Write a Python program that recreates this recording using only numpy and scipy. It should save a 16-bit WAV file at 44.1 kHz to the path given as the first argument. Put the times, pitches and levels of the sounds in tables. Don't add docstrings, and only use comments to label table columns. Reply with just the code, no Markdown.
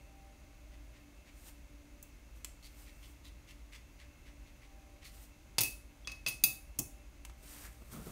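import sys
import numpy as np
from scipy import signal
from scipy.fft import rfft, irfft, next_fast_len
from scipy.io import wavfile

SR = 44100
rng = np.random.default_rng(int(sys.argv[2]) if len(sys.argv) > 2 else 0)


def unload_audio(sound):
    columns = np.transpose(np.atleast_2d(sound))
    steps = np.round(np.clip(columns, -1, 1) * 32767)
    wavfile.write(sys.argv[1], SR, steps.astype(np.int16))


N = 357651
BLOW_SAMPLES = SR // 2
TIME_S = np.arange(N) / SR
AGE_S = TIME_S[:BLOW_SAMPLES]

# frequency in Hz, relative density in dB.
AIR_SPECTRUM = [(12, -37), (20, -13), (55, 1.5), (72, -6), (91, -14), (215, -21), (262, -23), (320, -19.5),
                (434, -29), (574, -26), (718, -29.5), (780, -30), (897, -30), (2600, -34.5), (16000, -45)]
PAPER_SPECTRUM = [(200, 1), (700, 3), (1200, 2), (2000, 3), (3500, 0.5), (6000, 1.5), (9000, 5.5),
                  (11000, -1), (14000, 5.5), (16000, -6)]
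SLIDE_SPECTRUM = [(50, -12), (90, -4), (170, 3), (250, -3), (400, -7.5), (600, -13.5), (850, -21),
                  (1350, -13.5), (1700, -28), (3000, -34.5)]
BRISTLE_SPECTRUM = [(500, -17), (1200, -4.5), (1500, -18), (1950, 3), (3200, -1.5), (5000, -5), (7000, -9),
                    (13000, -17), (16000, -21)]
THUD_SPECTRUM = [(50, -22), (90, 2), (125, 10), (180, -8.5), (290, 1), (420, -11.5), (800, -13.5),
                 (1500, -29.5), (3000, -69)]
TAP_SPECTRUM = [(300, -13), (650, -36), (950, 3), (1400, -9.5), (2000, -4.5), (4000, -3.5), (8000, 3),
                (12000, -1.5), (16000, -1.5)]
CRACK_SPECTRUM = [(200, -12.5), (900, -6), (1700, -11.5), (2500, 3.5), (3000, -4), (3900, 0), (4800, 4),
                  (5600, 1.5), (6400, 4), (7400, -2.5), (9700, 4.5), (11300, -3), (14000, 1.5),
                  (16000, -3.5)]
# frequency in Hz, T60 in seconds.
ROOM_DECAY = [(100, 0.28), (1000, 0.33), (5000, 0.32), (10000, 0.36), (16000, 0.26)]
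# frequency in Hz, width in Hz, level in dB.
HUM_BANDS = [(53.5, 11, -60.5), (118.7, 6, -75), (240, 11.5, -77.5), (289.8, 7.4, -70.5), (584.3, 5.4, -79),
             (2147, 210, -77), (2576, 260, -78), (6080, 350, -81.5), (6710, 420, -81.5)]
# frequency in Hz, width in Hz, relative level in dB.
WHINE_BANDS = [(786, 4, -1), (605, 57, -1.5)]
# time in seconds, level in dB.
WHINE_LEVELS = [(0.0, -72.5), (0.96, -74), (1.56, -91), (4.17, -88), (4.75, -74.5), (5.5, -76.5)]
# peak time in seconds, level in dB, swell and fade in seconds.
PAPER_RUBS = [(1.38, -65, .08, 0.21), (1.485, -53.5, 0.062, 0.025), (2.365, -67, .025, .07),
              (2.81, -61, .14, 0.13), (3.1, -65.5, 0.28, .08), (5.15, -62, 0.069, 0.13),
              (5.24, -61.5, 0.093, 0.038)]
# time in seconds, relative rustle in dB, rumble in dB.
HAND_MOVES = [
    [(7.38, -73, -84), (7.422, -71, -77), (7.43, -63, -65), (7.506, -56, -78), (7.646, -57, -66),
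     (7.66, -54.5, -57), (7.698, -71, -70), (7.728, -68, -77), (7.8, -74, -75)],
    [(7.8, -72, -70), (7.822, -71, -54), (7.842, -71, -80), (7.898, -67, -65), (7.93, -54, -49.5),
     (7.996, -65.5, -48), (8.052, -60.5, -59), (8.068, -57, -45.5), (8.11, -62, -53)],
]
# start in seconds, level in dB, resonance in Hz.
BRUSH_STROKES = [(.71, -67.5, 2100), (.932, -65.5, 2000), (1.254, -64, 2100), (2.625, -56.5, 4300),
                 (2.854, -62, 2140), (3.016, -60.5, 3060), (3.237, -59.5, 3900), (3.471, -59.5, 2900),
                 (3.717, -55.5, 2070), (3.987, -60.5, 2000), (4.25, -62.5, 1990), (4.45, -66, 2100),
                 (4.61, -65, 2050), (5.015, -59, 2050), (5.04, -55, 4370)]
# start in seconds, level in dB, resonance in Hz,
# treble tilt in dB per octave, thud in dB.
DRY_TAPS = [(2.0273, -42.5, 7300, 7.5, -81), (2.4462, -35.5, 7440, -3.5, -81), (6.7883, -26, 6400, 5, -46),
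            (6.7905, -22.5, 6700, 5, -42.5), (6.7991, -34.5, 9800, 2.5, -49),
            (7.2503, -41.5, 2400, -4, -74.5), (7.2972, -52, 1700, -10, -69)]
# frequency in Hz, relative level in dB, T60 in seconds.
RIM_MODES = [(2574, -7, 0.32), (2588, 0.5, 0.24), (2612, -4, 0.12), (2694, -10, 0.13)]
# frequency in Hz, relative level in dB, T60 in seconds.
GLASS_MODES = [(3410, -7, 0.035), (3910, -7, 0.024), (4750, -1, 0.05), (5202, -18, 0.16), (6150, -11, .045),
               (6380, -9, .035), (6439, -9, 0.05), (6800, -28, .18), (7100, -27, .18), (8690, -7, .03),
               (9740, -13, 0.04), (10000, -11, .04), (10172, -12, 0.12), (10400, -18.5, .11),
               (12200, -20, .1), (12785, -22, 0.14), (13600, -17, .13), (13700, -22.5, .12),
               (14018, -21, .15), (14642, 2, 0.038), (14851, -16, .06)]
# start in seconds, crack in dB, hardness in dB per kHz (before the cap),
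# glass ring in dB, rim note in dB, loss per rebound in dB.
JAR_EVENTS = [(5.5828, -17.5, -0.77, -27, -34.5, 6), (5.6071, -19, 3, -29, -41, 1.5),
              (5.6339, -22, 1.3, -25.5, -48, 12), (5.6443, -36.5, 1.5, -38, -36.5, 16),
              (5.655, -45, .2, -49, -39, 14), (6.0729, -33.5, -2.1, -40.5, -38.5, 12),
              (6.0967, -46, -2.5, -55, -48, 14), (6.118, -42.5, -1, -48, -54, 10),
              (6.263, -27, -1.8, -30.5, -29.5, 7.5), (6.2737, -30.5, -0.8, -40.5, -35, 4),
              (6.2836, -28.5, 0, -29, -40, 6.5), (6.4377, -12.5, .6, -12.5, -27, 12)]


def from_db(db):
    return 10 ** (np.asarray(db) / 20)


def unit_rms(x):
    return x / np.sqrt(np.mean(x ** 2) + 1e-20)


def at_hz(points, hz):
    points_hz, values = np.transpose(points)
    return np.interp(np.log(hz + 1), np.log(points_hz), values)


def shaped(gain_at, size):
    padded = next_fast_len(size, True)
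    hz = np.fft.rfftfreq(padded, 1 / SR)
    phases = np.exp(2j * np.pi * rng.random(len(hz)))
    return unit_rms(irfft(gain_at(hz) * phases, padded)[:size])


def noise(spectrum, size, tilt_db_oct=0):
    return shaped(
        lambda hz: from_db(at_hz(spectrum, hz) + tilt_db_oct * np.log2(np.maximum(hz, 2000))), size)


def band(hz, width_hz, size):
    return shaped(lambda f: 1 / (1 + ((f - hz) / width_hz) ** 2) ** 2, size)


def tones(bands):
    return sum(from_db(db) * band(hz, width_hz, N) for hz, width_hz, db in bands)


def swell(rise_s):
    return 1 - np.exp(-AGE_S / rise_s)


def fade(t60_s):
    return np.exp(-np.log(1000) * AGE_S / t60_s)


def envelope(rows):
    times_s, db = np.transpose(rows)
    return from_db(np.interp(TIME_S, times_s, db)) * (TIME_S >= times_s[0]) * (TIME_S < times_s[-1])


def background(air_db=-56.5, thin_db=-80.5):
    whine = from_db(np.interp(TIME_S, *np.transpose(WHINE_LEVELS))) * tones(WHINE_BANDS)
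    air = from_db(air_db) * noise(AIR_SPECTRUM, N)
    hum = tones(HUM_BANDS)
    thin_tone = from_db(thin_db) * band(hz=2670, width_hz=7.5, size=N)
    return air + hum + whine + thin_tone


def room(sent, build_s=0.0057):
    hz = np.fft.rfftfreq(BLOW_SAMPLES, 1 / SR)
    white = rfft(shaped(np.ones_like, BLOW_SAMPLES))
    centres_hz, t60s_s = np.transpose(ROOM_DECAY)
    tail = np.zeros(BLOW_SAMPLES)
    for weights, t60_s in zip(np.eye(len(centres_hz)), t60s_s):
        band_gain = at_hz(list(zip(centres_hz, weights)), hz)
        tail += irfft(white * band_gain, BLOW_SAMPLES) * fade(t60_s)
    tail *= 1 - np.exp(-(AGE_S / build_s) ** 2)
    return signal.fftconvolve(sent, tail / np.linalg.norm(tail))[:N]


def add(track, start_s, sound):
    start = int(round(start_s * SR))
    track[start:start + len(sound)] += sound[:N - start]


def friction(hiss, grain_db, grain_hz):
    return unit_rms(hiss * from_db(grain_db * band(0, grain_hz, len(hiss))))


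def rub_gain(peak_s, db, swell_s, fade_s, range_db=19.5):
    distance = np.maximum((peak_s - TIME_S) / swell_s, (TIME_S - peak_s) / fade_s)
    return from_db(db - range_db * np.minimum(distance, 10))


def hand(rustle_db=1.5):
    sweep = sum(envelope([(s, db + rustle_db) for s, db, _ in move]) for move in HAND_MOVES)
    push = sum(envelope([(s, db) for s, _, db in move]) for move in HAND_MOVES)
    rubs = sum(rub_gain(*rub) for rub in PAPER_RUBS)
    rustle = (sweep + rubs) * friction(noise(PAPER_SPECTRUM, N), grain_db=1.5, grain_hz=500)
    drag = rub_gain(peak_s=7.65, db=-55, swell_s=0.04, fade_s=0.07) * band(1820, width_hz=1000, size=N)
    rumble = push * friction(noise(SLIDE_SPECTRUM, N), grain_db=0.5, grain_hz=120)
    return rustle + drag + rumble


def brush(scrub_s=0.044, release_s=0.012, plain_db=-57, wet_hz=2070, body_db=-5, width_hz=550):
    out = np.zeros(N)
    pressure = swell(rise_s=0.008) * np.exp(-np.maximum(AGE_S - scrub_s, 0) / release_s)
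    for start_s, db, hz in BRUSH_STROKES:
        tilt_db_oct = 0.2 * (db - plain_db) + 4.1 * np.log2(hz / wet_hz)
        hiss = noise(BRISTLE_SPECTRUM, BLOW_SAMPLES, tilt_db_oct)
        hiss += from_db(body_db) * band(hz, width_hz, BLOW_SAMPLES)
        add(out, start_s, from_db(db) * pressure * friction(hiss, grain_db=2.4, grain_hz=400))
    return out


def table_thud(t60_s, rise_s):
    return noise(THUD_SPECTRUM, BLOW_SAMPLES) * fade(t60_s) * swell(rise_s)


def taps(body_db=-7, width_hz=1200):
    out = np.zeros(N)
    for start_s, db, hz, tilt_db_oct, thud_db in DRY_TAPS:
        knock = noise(TAP_SPECTRUM, BLOW_SAMPLES, tilt_db_oct)
        knock += from_db(body_db) * band(hz, width_hz, BLOW_SAMPLES)
        thud = from_db(thud_db) * table_thud(t60_s=0.22, rise_s=0.00058)
        add(out, start_s, from_db(db) * knock * fade(t60_s=0.027) + thud)
    return out


def ring(modes, tilt_db_khz, scatter_db):
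    modes_hz, db, t60s_s = np.transpose(modes)
    shares = from_db(db + tilt_db_khz * modes_hz / 1000 + scatter_db * rng.uniform(-1, 1, len(modes)))
    out = np.zeros(BLOW_SAMPLES)
    for gain, hz, t60_s in zip(shares / np.linalg.norm(shares), modes_hz, t60s_s):
        mode = gain * fade(t60_s) * np.sin(2 * np.pi * hz * AGE_S)
        size = int(t60_s * SR)
        out[:size] += mode[:size]
    return out


def rim_note():
    return ring(RIM_MODES, tilt_db_khz=0, scatter_db=3.3) * swell(rise_s=0.00205)


def chatter(start_s, loss_db, touches=3, gap_s=0.0045, spread=0.15):
    gaps_s = gap_s * (1 + spread * rng.uniform(-1, 1, touches))
    return [(start_s + gaps_s[:k].sum(), -k * loss_db) for k in range(touches)]


def jar(contact_s=0.0005, cap_db_khz=0.7):
    cracks, rings, rim = np.zeros((3, N))
    for start_s, crack_db, hardness_db_khz, ring_db, rim_db, loss_db in JAR_EVENTS:
        tilt_db_khz = min(hardness_db_khz, cap_db_khz)
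        spectrum = [(hz, db + tilt_db_khz * hz / 1000) for hz, db in CRACK_SPECTRUM]
        for touch_s, touch_db in chatter(start_s, loss_db):
            crack = noise(spectrum, BLOW_SAMPLES) * fade(t60_s=0.023)
            glass = ring(GLASS_MODES, tilt_db_khz, scatter_db=1.5)
            add(cracks, touch_s, from_db(crack_db + touch_db) * crack * swell(contact_s))
            add(rings, touch_s, from_db(ring_db + touch_db) * glass * swell(contact_s))
        thud_db = -38 + 0.72 * crack_db + 0.77 * (crack_db - ring_db)
        add(cracks, start_s, from_db(thud_db) * table_thud(t60_s=0.28, rise_s=0.00074))
        add(rim, start_s, from_db(rim_db) * rim_note())
    ping = np.sin(2 * np.pi * 3360 * AGE_S) * fade(t60_s=0.1)
    add(rim, 6.0485, from_db(-51) * ping)
    add(rim, 6.7915, from_db(-51) * rim_note())
    return cracks, rings, rim


def scene():
    cracks, rings, rim = jar()
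    knocks = taps()
    rubbing = brush() + hand()
    direct = cracks + rings + rim + knocks + rubbing
    sends_db = [(cracks, -6), (rings, -14), (rim, -17), (knocks, -10), (rubbing, -8)]
    sent = sum(from_db(db) * source for source, db in sends_db)
    return (direct + room(sent) + background())[None]


def record(dry):
    cutoff_hz = 15700
    return signal.sosfilt(signal.ellip(12, 0.1, 70, cutoff_hz, fs=SR, output="sos"), dry)


dry = scene()
out = record(dry)
unload_audio(out)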